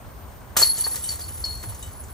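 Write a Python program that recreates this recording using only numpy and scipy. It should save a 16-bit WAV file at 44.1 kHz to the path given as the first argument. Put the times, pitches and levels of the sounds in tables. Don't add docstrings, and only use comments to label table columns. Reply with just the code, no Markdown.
import sys
import numpy as np
from scipy import signal
from scipy.fft import rfft, irfft, next_fast_len
from scipy.io import wavfile

SR = 44100
rng = np.random.default_rng(int(sys.argv[2]) if len(sys.argv) > 2 else 0)


def waveform_to_disk(signal):
    frames = np.transpose(np.atleast_2d(signal))
    scaled = np.clip(frames, -1, 1) * 32767
    samples = np.round(scaled).astype(np.int16)
    wavfile.write(sys.argv[1], SR, samples)


def natural_amplitude(level_db):
    exponent = np.asarray(level_db, float) / 20
    return 10 ** exponent


N = 93977

IMPACT_S = .5655
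HIT_SPREAD_DB = 4.5


def in_time(rows):
    return np.interp(np.arange(N) / SR, *np.transpose(rows))


def at_hz(points, hz, column=1):
    points = np.array(points)
    return np.interp(np.log(hz + 1), np.log(points[:, 0]), points[:, column])


def rms_one(x):
    return x / np.sqrt(np.mean(x ** 2) + 1e-20)


def drift(rate_hz):
    r = np.exp(-2 * np.pi * rate_hz * 40 / SR)
    slow = signal.lfilter([1], [1, -2 * r, r * r], rng.standard_normal(N // 40 + 2002))
    slow = slow[2000:]
    return np.interp(np.arange(N) / 40, np.arange(len(slow)), rms_one(slow))


def ring(clicks, hz, t60):
    r, w = natural_amplitude(-60 / (t60 * SR)), 2 * np.pi * hz / SR
    return signal.lfilter([0, np.sin(w)], [1, -2 * r * np.cos(w), r * r], clicks + 1e-18)


def band_pass(x, low_hz, high_hz):
    return signal.sosfilt(signal.butter(2, [low_hz, high_hz], "band", fs=SR, output="sos"), x)


def grains(per_s, spread_db):
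    sizes = natural_amplitude(spread_db * np.minimum(rng.exponential(1, N), 4)) * rng.choice([-1, 1], N)
    return sizes * (rng.random(N) < per_s / SR)


def clicks_at(s, height):
    clicks = np.zeros(N)
    clicks[(s * SR).astype(int)] = height
    return clicks


def struck(hits, modes, focus_db, rise_s, spread_db):
    s, db, centre_hz = np.transpose(hits)
    luck, out = rng.standard_normal((len(s), len(modes))), np.zeros(N)
    for (hz, level_db, t60), chance in zip(modes, luck.T):
        off_pitch_db = focus_db * abs(np.log2(hz / centre_hz))
        clicks = clicks_at(s, natural_amplitude(db + level_db + spread_db * chance - off_pitch_db))
        swell_t60 = 1 / (1 / t60 + 1 / (rise_s * np.log(1000)))
        out += ring(clicks, hz, t60) - ring(clicks, hz, swell_t60)
    return out


def bursts(hits, t60):
    s, db = np.transpose(hits)[:2]
    envelope = signal.lfilter([1], [1, -natural_amplitude(-60 / (t60 * SR))], clicks_at(s, natural_amplitude(db)) + 1e-18)
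    return envelope * rng.standard_normal(N)


def scatter(x, t60):
    t = np.arange(int(.4 * SR)) / SR
    tail = rng.standard_normal(len(t)) * natural_amplitude(-60 * t / t60)
    return signal.fftconvolve(x, tail / np.sqrt(np.sum(tail ** 2)))[:N]


def ports(x, other, column):
    # Hz, radians for the basket, radians for the background.
    port_phase = np.array([(20, 0, 0), (1500, 1.5, .3), (1900, .5, .3), (2800, 2.2, .6), (3900, -.2, .6),
                           (6900, .9, .9), (7700, 3, 3), (8000, 5.9, 5.8), (9000, 6.2, 5.6), (9900, 4.1, 4),
                           (10400, 3.8, np.pi), (10750, np.pi, np.pi), (11750, np.pi, np.pi),
                           (12300, 2.5, np.pi), (13400, 0, 0)])
    # Hz, dB for the basket, dB for the background.
    port_tilt = [(200, .3, 0), (1000, 6, .8), (1700, 0, -.2), (3000, 4, 1.2), (5200, 3.5, 4),
                 (6200, 1.5, 5), (7700, 2.2, 5), (8400, 0, 0)]
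    # Hz, correlation (0 to 1) for the basket, for the background.
    port_likeness = [(120, .8, .72), (400, .88, .55), (1500, .7, .2), (3500, .4, .45), (4300, .97, .4),
                     (6000, .55, .3), (8500, .9, .65), (9700, .5, .55), (10350, 1, 1)]
    size = next_fast_len(N + SR // 4)
    hz = np.arange(size // 2 + 1) * SR / size
    alike = at_hz(port_likeness, hz, column)
    lead = np.interp(hz, port_phase[:, 0], port_phase[:, column])
    same = np.sqrt((1 + alike) / 2) * rfft(x, size)
    apart = np.sqrt((1 - alike) / 2) * rfft(other, size)
    turn = natural_amplitude(-at_hz(port_tilt, hz, column)) * np.exp(-1j * lead)
    return irfft(np.array([same + apart, (same - apart) * turn]), size)[:, :N]


def air():
    # Hz, level in dB per Hz.
    air_colour = [(25, -70), (60, 4), (120, -5.5), (250, -12), (1000, -12), (3000, -29), (9500, -30),
                  (12000, -29), (14500, -27)]
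    # time in seconds, level in dB.
    rumble_swell = [(0, -44), (.26, -45.5), (.55, -47.5), (.9, -48.5), (1.3, -43), (1.55, -42), (1.9, -44),
                    (2.13, -43.5)]
    edges, white, hiss = 25 * 2 ** np.arange(0, 9.6, .5), rng.standard_normal((2, N)), 0
    for k, (low, high) in enumerate(zip(edges, edges[1:])):
        level_db = at_hz(air_colour, np.sqrt(low * high)) + 1.5 * drift(21.0)
        hiss = hiss + band_pass(white[k % 2], low, high) * natural_amplitude(level_db)
    rumble_hz, rumble_width_hz = 68.3, 39
    rumble = ring(rng.standard_normal(N), rumble_hz, np.log(1000) / np.pi / rumble_width_hz)
    both = natural_amplitude(-42.5) * rms_one(hiss) + rms_one(rumble) * natural_amplitude(6.5 + in_time(rumble_swell))
    return signal.sosfilt(signal.butter(2, 62.5, "high", fs=SR, output="sos"), both)


def thumps():
    # start in seconds, peak in dB, pitch in Hz, t60 in seconds.
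    shudders = [
        (0.234, -32, 71.4, 0.19),
        (0.939, -34.5, 72.4, 0.17),
        (1.367, -39, 88, 0.06),
        (1.404, -27, 65, 0.16),
        (1.469, -35, 68, 0.18),
        (1.552, -31, 67, 0.16),
        (1.646, -32, 98.6, 0.085),
        (1.669, -26, 102.5, 0.19),
        (1.864, -28.5, 91.5, 0.14),
        (2.067, -31.5, 66, 0.068),
    ]
    rise_s = 0.0068
    out, t = np.zeros(N + SR), np.arange(SR) / SR
    for s, db, hz, t60 in shudders:
        swell = (1 - np.exp(-t / rise_s)) ** 2
        out[int(s * SR):][:SR] += swell * natural_amplitude(db + 6 - 60 * t / t60) * np.sin(2 * np.pi * hz * t)
    return out[:N]


def disc():
    # start in seconds, peak in dB, pitch rung most in Hz.
    knocks = [(.558, -19.5, 1500), (.5655, -9, 1250), (.5665, -22.5, 740), (.569, -25, 320),
              (.566, -17.5, 1490), (.578, -21, 1450), (.586, -21.5, 730), (.594, -14, 646),
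              (.601, -27, 850), (.615, -14, 940), (.6175, -12, 540), (.628, -32, 900), (.641, -37, 800),
              (.662, -30, 746), (.76, -32, 1450), (.865, -17.5, 960), (.8655, -28.5, 664), (.866, -44, 420),
              (.927, -28, 398), (.945, -26, 1490), (.96, -36, 1600), (.975, -34, 1500), (1.192, -30, 785),
              (1.436, -31, 890), (1.636, -34, 1100), (1.6365, -34, 616), (1.637, -30.5, 335),
              (1.6362, -28.5, 1700), (1.721, -30, 990)]
    # pitch in Hz, level in dB, t60 in seconds.
    plastic_modes = [(320, -5, .05), (540, -5, .04), (720, -5, .04), (940, -5, .035), (1200, -5, .03),
                     (1450, -7, .025), (1750, -12, .02), (2350, -16, .02)]
    scuff = band_pass(bursts(knocks, t60=0.042), 400, 1600)
    body = struck(knocks, plastic_modes, focus_db=18, rise_s=0.0013, spread_db=1.5)
    return body + natural_amplitude(-9) * 3 * scuff


def cage_ticks():
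    # start in seconds, peak in dB.
    cage_hits = [(0.5671, -10.5), (0.6232, -16.5), (0.7788, -23), (0.8373, -26), (0.913, -28),
                 (0.9568, -21), (1.04, -30.5), (1.0877, -29), (1.1174, -27.5), (1.1928, -30.5),
                 (1.2118, -39), (1.2856, -32.5), (1.34, -39), (1.3745, -33.5), (1.4074, -35),
                 (1.4503, -28.5), (1.504, -38), (1.5974, -53), (1.6279, -28), (1.6892, -33), (1.8673, -39),
                 (2.0833, -40), (1.7461, -34), (1.8263, -35), (2.0374, -46)]
    return natural_amplitude(-7.5) * bursts(cage_hits, t60=0.14)


def cage_wires():
    # start in seconds, peak in dB, pitch rung most in Hz.
    cage_rings = [(.5678, -15, 4940), (.6232, -33, 5960), (1.0387, -33, 2980), (1.039, -28, 8000),
                  (1.0896, -23.5, 7900), (1.1165, -51, 3560), (1.4493, -29.5, 6500), (.7808, -27, 6900),
                  (.9574, -28, 6050), (1.2872, -37, 8500), (1.6892, -41, 3800), (1.6279, -44, 8000),
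                  (1.7461, -40.5, 6600), (1.8254, -30.5, 8610), (1.8262, -30, 3960), (2.0374, -43.5, 8870)]
    wire_hz = [3030, 2976, 3770, 5700, 6460, 6950, 7250, 8010, 8280, 8700, 9200, 9470, 12740, 13140]
    # level in dB, t60 in seconds.
    wire_levels = [(-12, 0.24), (-8.5, 0.21), (-11.5, 0.16), (-12, 0.1), (-5.5, 0.058), (-4, 0.037),
                   (-5.5, 0.085), (-18, 0.26), (-9.5, 0.11), (-9, 0.064), (-12, 0.11), (-12, 0.088),
                   (-29, 0.15), (-9, 0.12)]
    modes = np.column_stack([wire_hz, wire_levels])
    return struck(cage_rings, modes, focus_db=9.0, rise_s=.0003, spread_db=HIT_SPREAD_DB)


def pole():
    # start in seconds, peak in dB, pitch offset in Hz, t60 in seconds.
    pole_hits = [(0.613, -16.5, 7.5, 0.11), (0.6235, -4, 5.5, 0.081), (0.633, -5.5, 9, 0.04),
                 (0.644, -15, 59, 0.035), (0.671, -18.5, 7, .1), (0.711, -22, 0, 0.05),
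                 (.745, -31, 22.5, 0.089), (0.799, -29, 4, 0.066), (.82, -46, 39.5, .1),
                 (.865, -32, -0.5, 0.065), (.89, -37.5, 30, 0.086), (.9584, -35, 19, 0.067),
                 (.985, -51, 2.5, 0.13), (1.105, -27.5, 100.5, .06), (1.209, -29.5, 402, 0.055),
                 (1.262, -40, 144, 0.048), (1.277, -38, 60, 0.063), (0.693, -18.5, 11, 0.15),
                 (0.7695, -24.5, 19.5, 0.055), (0.8409, -16, 134.5, 0.065), (0.848, -17, 15.5, 0.058),
                 (.9145, -36.5, 14.5, 0.14), (1.0893, -22, 146.5, 0.069), (1.115, -31.5, 3.5, 0.17),
                 (1.2144, -33, 1, 0.053), (1.238, -31, 34.5, 0.081), (1.4401, -18, 37, 0.1),
                 (1.441, -24.5, -15.5, 0.53), (1.4415, -27, 702, 0.043), (1.451, -29.5, 602, .05),
                 (1.508, -29, 46, 0.095)]
    # pitch ratio, level in dB.
    pole_modes = [(1, -1), (1.018, -11), (1.035, -13), (1.068, -17), (1.125, -19), (1.21, -22)]
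    pole_hz, rise_s, neighbour_t60_s = 4345, 0.0012, .055
    out, t = np.zeros(N + SR), np.arange(SR) / SR
    luck = rng.standard_normal((len(pole_hits), len(pole_modes), 2))
    for (s, db, offset_hz, t60), chances in zip(pole_hits, luck):
        for (ratio, level_db), (chance, turn) in zip(pole_modes, chances):
            if ratio == 1:
                chance, turn, fade_s = 0, 0, t60
            else:
                fade_s = neighbour_t60_s
            height = natural_amplitude(db + level_db + HIT_SPREAD_DB * chance - 60 * t / fade_s)
            cycles = (pole_hz + offset_hz) * ratio * (t + s) + turn
            out[int(s * SR):][:SR] += (1 - np.exp(-t / rise_s)) * height * np.sin(2 * np.pi * cycles)
    return out[:N]


def chain_shake():
    # time in seconds, level in dB.
    shake = [(.56, -51), (.568, -23.5), (.63, -25), (.654, -32.5), (.736, -44.5), (.78, -37), (.84, -40),
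             (.93, -45.5), (.96, -41), (1.016, -45), (1.122, -41.5), (1.176, -46), (1.42, -52),
             (1.452, -49), (1.484, -48), (1.8, -53), (1.834, -51), (2.12, -60.5)]
    return in_time(shake) - 60 * (np.arange(N) < IMPACT_S * SR)


def jingle(shake_db, count=24):
    # centre in Hz, spread in Hz.
    link_hz = [(10350, 105), (11020, 70), (11800, 70), (12350, 130), (4420, 110)]
    # level in dB, t60 in seconds.
    link_levels = [(-1, .2), (-7, .2), (-14, .15), (-15, .08), (-22, .1)]
    since = np.arange(N) / SR - IMPACT_S
    fade_db = 9 * since
    force = natural_amplitude(-36.5 - fade_db + 0.55 * (shake_db - shake_db.max())) * (since > 0)
    clicks = force * grains(per_s=1300, spread_db=5.5)
    dealt = rng.integers(0, count, N)
    sizes = np.tan(np.linspace(-1.05, 1.05, count))
    out = np.zeros(N)
    for (hz, spread_hz), (db, t60) in zip(link_hz, link_levels):
        family = np.zeros(N)
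        for k, off in enumerate(rng.permutation(sizes)):
            family += ring(clicks * (dealt == k), hz + spread_hz * off, t60)
        out += natural_amplitude(db + 4 * drift(14)) * family
    return out


def rattle(shake_db, count=60):
    # Hz, level in dB.
    rattle_colour = [(900, -3.5), (2100, -2.5), (3000, 1.5), (5000, 3.5), (7500, 8.5), (10000, -3),
                     (12500, 3), (15500, -1.5)]
    clicks, dealt = grains(per_s=9000, spread_db=2), rng.integers(0, count, N)
    pitches = np.linspace(900, 15600, count) + rng.uniform(-60, 60, count)
    rings = np.zeros(N)
    for k, hz in enumerate(pitches):
        rings += natural_amplitude(at_hz(rattle_colour, hz)) * ring(clicks * (dealt == k), hz, t60=0.027)
    return rms_one(rings) * natural_amplitude(shake_db + 2.5 + 1.5 * drift(25))


def scene():
    shake_db = chain_shake()
    chains = rattle(shake_db) + jingle(shake_db)
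    basket = chains + pole() + cage_wires() + cage_ticks() + disc() + thumps()
    basket = basket + natural_amplitude(-14.5) * scatter(basket, t60=0.24)
    return ports(basket, scatter(basket, t60=0.07), column=1) + ports(air(), air(), column=2)


def top_cut(x):
    return signal.sosfilt(signal.butter(12, 16950, fs=SR, output="sos"), x)


def record(dry):
    cutoff_hz = 15800
    mix = signal.sosfilt(signal.cheby2(12, 60, cutoff_hz * 1.03, fs=SR, output="sos"), dry)
    return top_cut(mix)


dry = scene()
out = record(dry)
waveform_to_disk(out)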